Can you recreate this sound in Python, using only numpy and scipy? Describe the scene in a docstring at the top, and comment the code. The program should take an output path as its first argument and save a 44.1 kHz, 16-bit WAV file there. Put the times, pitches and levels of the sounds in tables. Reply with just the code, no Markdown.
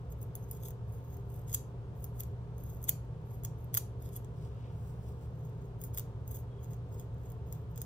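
"""A plastic pick scratches a dry scalp between braids, a hand's width from a pair of microphones.
Each stroke is noise and tiny slips ringing the pick's modes; tangles add growing rasps that suddenly give way.
Snapping hairs and flakes kick the pick into a short ping; a strand squeaks and loose hairs tick faintly.
Past the middle a hand brushes the braids, a soft hiss of filtered noise.
Behind it a fan hums in the small room: a sine, narrow drones and a dull rush of noise."""
import sys
import numpy as np
from scipy import signal
from scipy.fft import rfft, irfft
from scipy.io import wavfile
from scipy.ndimage import uniform_filter1d

SR = 44100
rng = np.random.default_rng(int(sys.argv[2]) if len(sys.argv) > 2 else 0)


def dump(signal):
    """Clip the signal to [-1, 1] and save it as 16-bit WAV at the path in sys.argv[1]."""
    limited = np.clip(np.atleast_2d(signal).T, -1, 1)
    pcm = np.round(limited * 32767).astype(np.int16)
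    wavfile.write(sys.argv[1], SR, pcm)


N = 346185  # length in samples
TAPS = 1024  # length of a ring in samples
BINS = np.fft.rfftfreq(TAPS, 1 / SR)  # Hz
# the tip rings lower while the braid is held taut, higher once the hand has moved
REGRIP_S, TIP_BEFORE_HZ, TIP_AFTER_HZ = 4.5, 12100, 14200
HARDEST = 0.65  # share of a stroke after which it presses hardest


def gain_of(db):
    """Decibels to a factor."""
    return 10 ** (np.asarray(db) / 20)


def evened(x):
    """Scales to rms 1."""
    return x / np.sqrt(np.mean(x ** 2) + 1e-20)


def read(points, hz):
    """Reads a table of (Hz, value) on a log-frequency axis."""
    f, value = np.transpose(points)
    return np.interp(np.log(hz + 1), np.log(f + 1), value)


def add(mix, s, sound):
    """Mixes a sound in at time s."""
    part = mix[..., max(round(s * SR), 0):][..., :sound.shape[-1]]
    part += sound[..., :part.shape[-1]]


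def bell(f, hz, width):
    """Magnitude of one resonance."""
    return 1 / np.sqrt(1 + (2 * (f - hz) / width) ** 2)


def causal(gain):
    """Minimum-phase ring: the most promptly decaying causal response with this magnitude."""
    both_sides = np.r_[gain, gain[-2:0:-1]]
    log_gain = np.log(np.maximum(both_sides, 1e-5))
    return np.fft.ifft(np.exp(np.conj(signal.hilbert(log_gain)))).real


def swell(start, end, edge_db, lead=0.27, linger=0.54, fade_db=-20):
    """Pressure creeps up to its hardest point and eases off; a light touch leads in and lingers after."""
    length = end - start
    share = np.arange(-lead, 1 + linger, 1 / (length * SR))
    corners = [-lead, 0, HARDEST, 1, 1 + linger]
    db = np.interp(share, corners, [edge_db + fade_db, edge_db, 0, edge_db, edge_db + fade_db])
    return start - lead * length, gain_of(db)


def slips(n, per_s, spread_db):
    """Random tiny jerks of uneven size, rms 1 on average."""
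    sign, size, chance = rng.choice([-1, 1], n), rng.exponential(1, n), rng.random(n)
    jerks = sign * evened(gain_of(spread_db * np.minimum(size, 3)))
    return jerks * (chance < per_s / SR) * np.sqrt(SR / per_s)


# The pick's resonances, before each ring shifts and rebalances them.
# Each row: centre in Hz, nominal width in Hz, relative level in dB.
PICK_MODES = [(1332, 1000, -13.5), (2010, 330, -17), (3433, 410, -11), (4975, 1000, -15), (6616, 380, 0),
              (8070, 890, -12.5), (9300, 1100, -9.5), (10360, 590, -16), (12300, 750, -9),
              (15000, 230, -4.5), (14700, 590, -8)]


def pick_ring(body_db, tip_hz, tip_db, tip_width_hz, vary_db=9.5, shift=0.013, knee_hz=10000,
              skirt=1.5, blur=4.3, deepen=0.25, firm_db=-4):
    """The pick's modes plus the ping of its tip; rows: toward the left, toward the right, all around."""
    widen = np.array([[1], [1], [blur]])  # summed over all directions the peaks are flatter
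    power = (gain_of(tip_db) * bell(BINS, tip_hz, tip_width_hz) ** 2) ** 2
    for hz, width, db in PICK_MODES:
        # each grip shifts a mode a little, and each direction hears it at its own strength
        pitch = hz * (1 + shift * rng.standard_normal())
        strength = gain_of(db + vary_db * rng.standard_normal((3, 1)))
        power = power + (strength * bell(BINS, pitch, width * widen) ** skirt) ** 2 / widen
    # a light touch hardly reaches the lowest modes
    octaves_down = np.log2(7000 / np.clip(BINS, 1500, 7000))
    power = power * gain_of(deepen * min(body_db - firm_db, 0) * octaves_down) ** 2
    # body and treble split at the knee, then balanced against each other
    low = 1 / (1 + (BINS / knee_hz) ** 20)
    body, treble = (part / part.sum(1, keepdims=True) for part in (power * low, power * (1 - low)))
    magnitudes = np.sqrt(gain_of(body_db) ** 2 * body + treble)
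    rings = np.array([causal(gain) for gain in magnitudes])
    return rings / np.linalg.norm(rings, axis=1, keepdims=True)


# Strokes of the pick; scrapes() trims both levels.
# Each row: start in seconds, end in seconds, level in dB, body in dB relative to the treble.
STROKE_TIMES = [(0.102, 0.13, -56, -5), (0.184, 0.273, -63.5, -7), (.355, 0.478, -65, -3),
                (0.484, 0.583, -57.5, -1), (0.616, 0.696, -49, -4), (0.881, 1.009, -65, -4),
                (1.051, 1.184, -62, -3), (1.279, 1.414, -60.5, -4), (1.478, 1.545, -53, 3),
                (1.962, 2.068, -62, -7), (2.158, 2.248, -57, -4), (2.593, 2.762, -58.5, -3.5),
                (2.815, 2.883, -58, -3), (3.267, 3.377, -62.5, -5), (3.577, 3.657, -69, -5),
                (3.738, 3.776, -43, 2.5), (4.007, 4.119, -60.5, -0.5), (4.128, 4.173, -48, 1.5),
                (5.338, 5.513, -70, 0), (5.58, 5.706, -74.5, 2), (5.805, 5.879, -52, -8),
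                (5.94, 5.997, -46.5, -2), (6.283, 6.391, -49, -7), (6.601, 6.669, -63, -2),
                (6.675, 6.746, -63, 0), (6.91, 6.957, -59.5, -.5), (6.97, 7.041, -61.5, 1),
                (7.204, 7.328, -64.5, 0), (7.472, 7.59, -61.5, -2), (7.692, 7.724, -70, -11),
                (7.758, 7.834, -61, 8)]


def scrapes(level_db=-1, body_db=-2, slips_per_s=300, spread_db=4, grit=0.53, grit_db=-66,
            grit_rise=0.15, catches_per_s=70, catch_db=-2, uneven_db=3.5):
    """The dragged tip rubs smoothly when light, breaks into slips when pressed, and catches hairs."""
    out = np.zeros((3, N))
    for start, end, db, body in STROKE_TIMES:
        first, pressure = swell(start, end, edge_db=-10)
        n = len(pressure)
        wander = evened(uniform_filter1d(rng.standard_normal(n), size=500))
        pressure = pressure * evened(gain_of(uneven_db * wander))
        catches = gain_of(catch_db) * slips(n, catches_per_s, spread_db=1.0)
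        jerks = slips(n, slips_per_s, spread_db) + catches
        roughness = grit * gain_of(grit_rise * (db - grit_db))  # louder strokes are grittier
        rub = evened(rng.standard_normal(n) + roughness * jerks)
        tip_hz = TIP_BEFORE_HZ if start < REGRIP_S else TIP_AFTER_HZ
        ring = pick_ring(body + body_db, tip_hz, tip_db=-4, tip_width_hz=1300, vary_db=4.0, firm_db=-4.0)
        add(out, first, gain_of(db + level_db) * signal.fftconvolve((rub * pressure)[None], ring, axes=1))
    return out


# The tip hooks a tangle and tears through it; tugs() trims level and body.
# Each row: moment it gives way in seconds, level in dB, body in dB relative to the treble,
# weakening of the low modes in dB (a quarter of it per octave from 7 kHz to 1.5 kHz, none below zero).
TANGLES = [(1.547, -24, -0.5, 15), (2.203, -38, -4.5, 11), (2.893, -24.5, -1.5, 0), (3.451, -38.5, -4, -8),
           (3.774, -32, 0, 4), (5.984, -40, -3.5, -2.5)]


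def tugs(level_db=-1, body_db=-1.5, build_db_per_s=1800, release_db_per_s=3500, grit=0.47, tip_hz=13800):
    """A dense rasp grows as the tangle tightens and dies off faster once it gives way."""
    out, t = np.zeros((3, N)), np.arange(-.03, .02, 1 / SR)
    strain = gain_of(np.minimum(build_db_per_s * t, -release_db_per_s * t))
    for s, db, body, weakening in TANGLES:
        rasp = evened(rng.standard_normal(len(t)) + grit * slips(len(t), per_s=1400, spread_db=1))
        ring = pick_ring(body + body_db, tip_hz, tip_db=-3.5, tip_width_hz=1500, vary_db=3.0,
                         firm_db=body + body_db + weakening)
        add(out, s + t[0], gain_of(db + level_db) * signal.fftconvolve((rasp * strain)[None], ring, axes=1))
    return out


# A hair or flake snaps off the tip; snaps() trims peak and body.
# Each row: start in seconds, peak in dB, pitch of the tip's ping in Hz, body in dB relative to the treble.
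SNAP_TIMES = [(.216, -48, 14700, -12), (.228, -44, 14300, -14), (.353, -34, 11360, -11),
              (.512, -34, 11900, -15.5), (.548, -53, 11800, -4), (.684, -41, 14100, -10),
              (0.7062, -43.5, 14300, -9), (1.169, -51, 13800, -12), (1.495, -47, 11700, -6),
              (1.5283, -35, 13100, -7), (1.540, -33, 13900, -10), (1.5452, -24.5, 11650, -12),
              (2.042, -37, 11760, -14.5), (2.205, -32, 12350, -9.5), (2.234, -44, 12400, -4),
              (2.581, -53.5, 11600, -7), (2.637, -46.5, 11700, -17), (2.747, -52, 12200, -17),
              (2.828, -42, 13850, -18), (2.8403, -36.5, 12800, -10), (2.8925, -16.5, 14400, -15.5),
              (3.4353, -43, 13900, -10), (3.449, -31.5, 14300, -5.5), (3.6434, -54, 12300, -17),
              (3.742, -25, 14400, -12), (3.7482, -25, 12700, -10), (3.7717, -22, 14000, -8.5),
              (3.7756, -19.5, 13800, -10), (4.024, -47, 14300, -10), (4.1633, -35, 12300, -20),
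              (4.2457, -54.5, 13800, 3), (5.4513, -60, 14700, -11.5), (5.815, -43, 15000, -11),
              (5.838, -36.5, 14900, -15), (5.946, -42, 14300, -12), (5.9743, -30, 14200, -7.5),
              (5.9836, -28.5, 14000, -12), (5.995, -34, 14900, -7.5), (6.2774, -43.5, 14800, -12),
              (6.369, -45.5, 14700, -7.5), (6.644, -54.5, 13900, 0), (6.708, -54, 13700, -7),
              (6.733, -53.5, 14700, 7), (6.997, -43.5, 13800, -8.5), (7.301, -52, 14020, -13),
              (7.319, -51, 13800, -10), (7.525, -37, 13500, -7), (7.759, -47.5, 14000, -5),
              (7.7765, -41, 14150, -5), (7.8165, -31.5, 14000, -8)]


def snaps(level_db=-0.5, body_db=1, kick=0.61, tear=0.23, tear_s=.0005, chatter_s=0.012, chatter_db=-13):
    """Each release is a sharp kick with a brief tear, then a faint chatter as the tip lands again."""
    out, t = np.zeros((3, N)), np.arange(TAPS // 2) / SR
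    tearing = t / tear_s * np.exp(1 - t / tear_s)
    chatter = gain_of(chatter_db) * np.exp(-t / chatter_s)
    shape = tear * (tearing + chatter)
    grains = rng.standard_normal((len(SNAP_TIMES), len(t)))
    for (s, db, hz, body), grain in zip(SNAP_TIMES, grains):
        force = grain * shape
        force[np.argmax(shape)] += kick
        # the tear is broadband: it smears the kick in time but leaves the colour to the pick
        spectrum = rfft(np.pad(force, (0, len(t))))
        smooth_power = uniform_filter1d(abs(spectrum) ** 2, size=41)
        force = irfft(spectrum / np.sqrt(smooth_power))[:len(t)]
        modes = pick_ring(body + body_db, hz, tip_db=-0.5, tip_width_hz=1127, vary_db=3.5)
        ring = signal.fftconvolve(force[None], modes, axes=1)
        # peak of the rms over 1 ms, both sides together
        peak = np.sqrt(uniform_filter1d((ring[:2] ** 2).mean(0), size=44).max())
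        add(out, s, gain_of(db + level_db) * ring / peak)
    return out


def squeak(start=6.52, end=6.63, hz=3300, width_hz=200, db=-78):
    """A strand squeaks faintly against the pick: noise narrowed to one resonance."""
    first, pressure = swell(start, end, edge_db=-1)
    n = len(pressure)
    f = np.fft.rfftfreq(n, 1 / SR)
    whistle = irfft(rfft(rng.standard_normal(n)) * bell(f, hz, width_hz) ** 2, n)
    out = np.zeros(N)
    add(out, first, gain_of(db) * evened(whistle) * pressure)
    return out


def stir(level_db=-91, body_db=-3, ticks_per_s=9, tip_hz=14300):
    """All the way through, a loose hair now and then ticks faintly against the pick."""
    ring = pick_ring(body_db, tip_hz, tip_db=-6, tip_width_hz=1500, vary_db=0.5)
    ticks = slips(N, ticks_per_s, spread_db=3.0)
    return gain_of(level_db) * signal.fftconvolve(ticks[None], ring, axes=1)[:, :N]


# The hand brushes the braids; brushes() trims the level.
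# Each row: start in seconds, end in seconds, level in dB, tilt above 2.5 kHz in dB per octave.
BRUSH_TIMES = [(4.35, 4.511, -68.5, 1.5), (4.521, 4.735, -68.5, -10), (4.722, 4.971, -68.5, 6.5),
               (5.002, 5.139, -67, 5), (5.171, 5.278, -70.5, 5.5)]
# Colour of hair sliding under the fingers, before the tilt. Each row: frequency in Hz, relative level in dB.
HAIR_COLOUR = [(500, -28.5), (1500, -4.5), (3000, 6.5), (6000, 3), (10000, -1.5), (13000, -6), (15000, -1),
               (16500, -15)]


def brushes(level_db=-0.5, patchy_db=2):
    """Many hairs slide at once under the fingers: a soft, slightly uneven hiss."""
    out = np.zeros(N)
    for start, end, db, tilt in BRUSH_TIMES:
        first, pressure = swell(start, end, edge_db=-10)
        noise, patches = rng.standard_normal((2, len(pressure)))
        noise = noise * gain_of(patchy_db * evened(uniform_filter1d(patches, size=120)))
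        octaves_up = np.log2(np.maximum(BINS, 2500) / 2500)
        colour = causal(gain_of(read(HAIR_COLOUR, BINS) + tilt * octaves_up))
        hiss = evened(signal.fftconvolve(noise, colour)[:len(noise)])
        add(out, first, gain_of(db + level_db) * hiss * pressure)
    return out


# The room's decay. Each row: frequency in Hz, time to fall by 60 dB in seconds.
ROOM_DECAY = [(1000, .35), (4000, 0.293), (8000, 0.23), (12000, 0.24), (16000, 0.099)]


def room(x, wet_db=-15, top_db=-5, build_s=.005):
    """A diffuse tail of decaying noise for each side, the treble weaker and the highest dying first."""
    hz, t, z = signal.stft(rng.standard_normal((2, SR // 2)), SR, nperseg=256)
    colour = np.interp(hz, [7000, 15000], [0, top_db])[:, None]
    decay = 60 * t / read(ROOM_DECAY, hz)[:, None]
    tail = signal.istft(z * gain_of(colour - decay), SR, nperseg=256)[1]
    tail = tail * (1 - np.exp(-np.arange(tail.shape[1]) / SR / build_s))
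    return gain_of(wet_db) * signal.fftconvolve(x[None], tail / np.linalg.norm(tail[0]), axes=1)[:, :N]


# Colour of the fan's rush of air. Each row: frequency in Hz, relative density in dB per Hz.
AIR_COLOUR = [(15, -16.5), (35, -11.5), (55, -4), (85, -4.5), (110, -4.5), (135, -8.5), (185, -9),
              (215, -19), (245, -16), (330, -21), (450, -13.5), (620, -25), (720, -22), (820, -31),
              (1000, -26.5), (1400, -33.5), (2000, -42.5), (3200, -44), (4500, -50), (8000, -55),
              (16000, -64)]
# The fan's drones. Each row: centre in Hz, width at half amplitude in Hz, rms level in dB.
FAN_DRONES = [(60.6, 9.1, -54.5), (72.3, 9.3, -52.5), (105.9, 8.2, -49.5), (153, 12, -53), (400, 18, -63),
              (896, 90, -69.5)]
# Left-right likeness of the fan's noise. Each row: frequency in Hz, likeness from 0 to 1.
FAN_LIKENESS = [(100, 0.98), (200, 0.88), (350, 0.84), (700, 0.88), (1400, 0.2), (3000, 0.1), (16000, 0)]
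AIR_DB = -48  # rms level
HUM_HZ, HUM_DB = 120.1, -45.5  # the hum's level is rms


def fan(lead_s=0.00018):
    """A steady motor hum, narrow drones and a dull rush of air, the left side leading."""
    f = np.fft.rfftfreq(N, 1 / SR)
    a, b = rng.standard_normal((2, len(f))) + 1j * rng.standard_normal((2, len(f)))
    power = (gain_of(AIR_DB) * evened(gain_of(read(AIR_COLOUR, f)))) ** 2
    for hz, width, db in FAN_DRONES:
        power = power + (gain_of(db) * evened(bell(f, hz, width) ** 2)) ** 2
    same = np.clip(read(FAN_LIKENESS, f), 0, 1)
    right = (same * a + np.sqrt(1 - same ** 2) * b) * np.exp(-2j * np.pi * f * lead_s)
    noise = irfft(np.array([a, right]) * np.sqrt(power * N / 2), N)
    t = np.arange(N) / SR - np.array([[0], [lead_s]])
    hum = gain_of(HUM_DB) * np.sqrt(2) * np.sin(2 * np.pi * HUM_HZ * t)
    return noise + hum


# How much later the right microphone hears the scalp. 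Each row: frequency in Hz, delay in seconds.
RIGHT_LAG = [(1000, .00033), (6000, .00036), (11000, .0004), (16000, .000405)]


def scene():
    """The scalp is nearer the left microphone, which hears it a little earlier."""
    left, right, around = scrapes() + tugs() + snaps() + squeak() + stir() + brushes()
    f = np.fft.rfftfreq(N, 1 / SR)
    later = np.exp(-2j * np.pi * f * read(RIGHT_LAG, f))
    direct = np.array([left, irfft(rfft(right) * later, N)])
    return direct + room(around) + fan()


def record(dry, edge_hz=16050):
    """The recorder's band limit: a steep low-pass."""
    low_pass = signal.firwin(255, edge_hz, window=("kaiser", 9), fs=SR)
    return signal.oaconvolve(dry, low_pass[None], "same")


dry = scene()
out = record(dry)
dump(out)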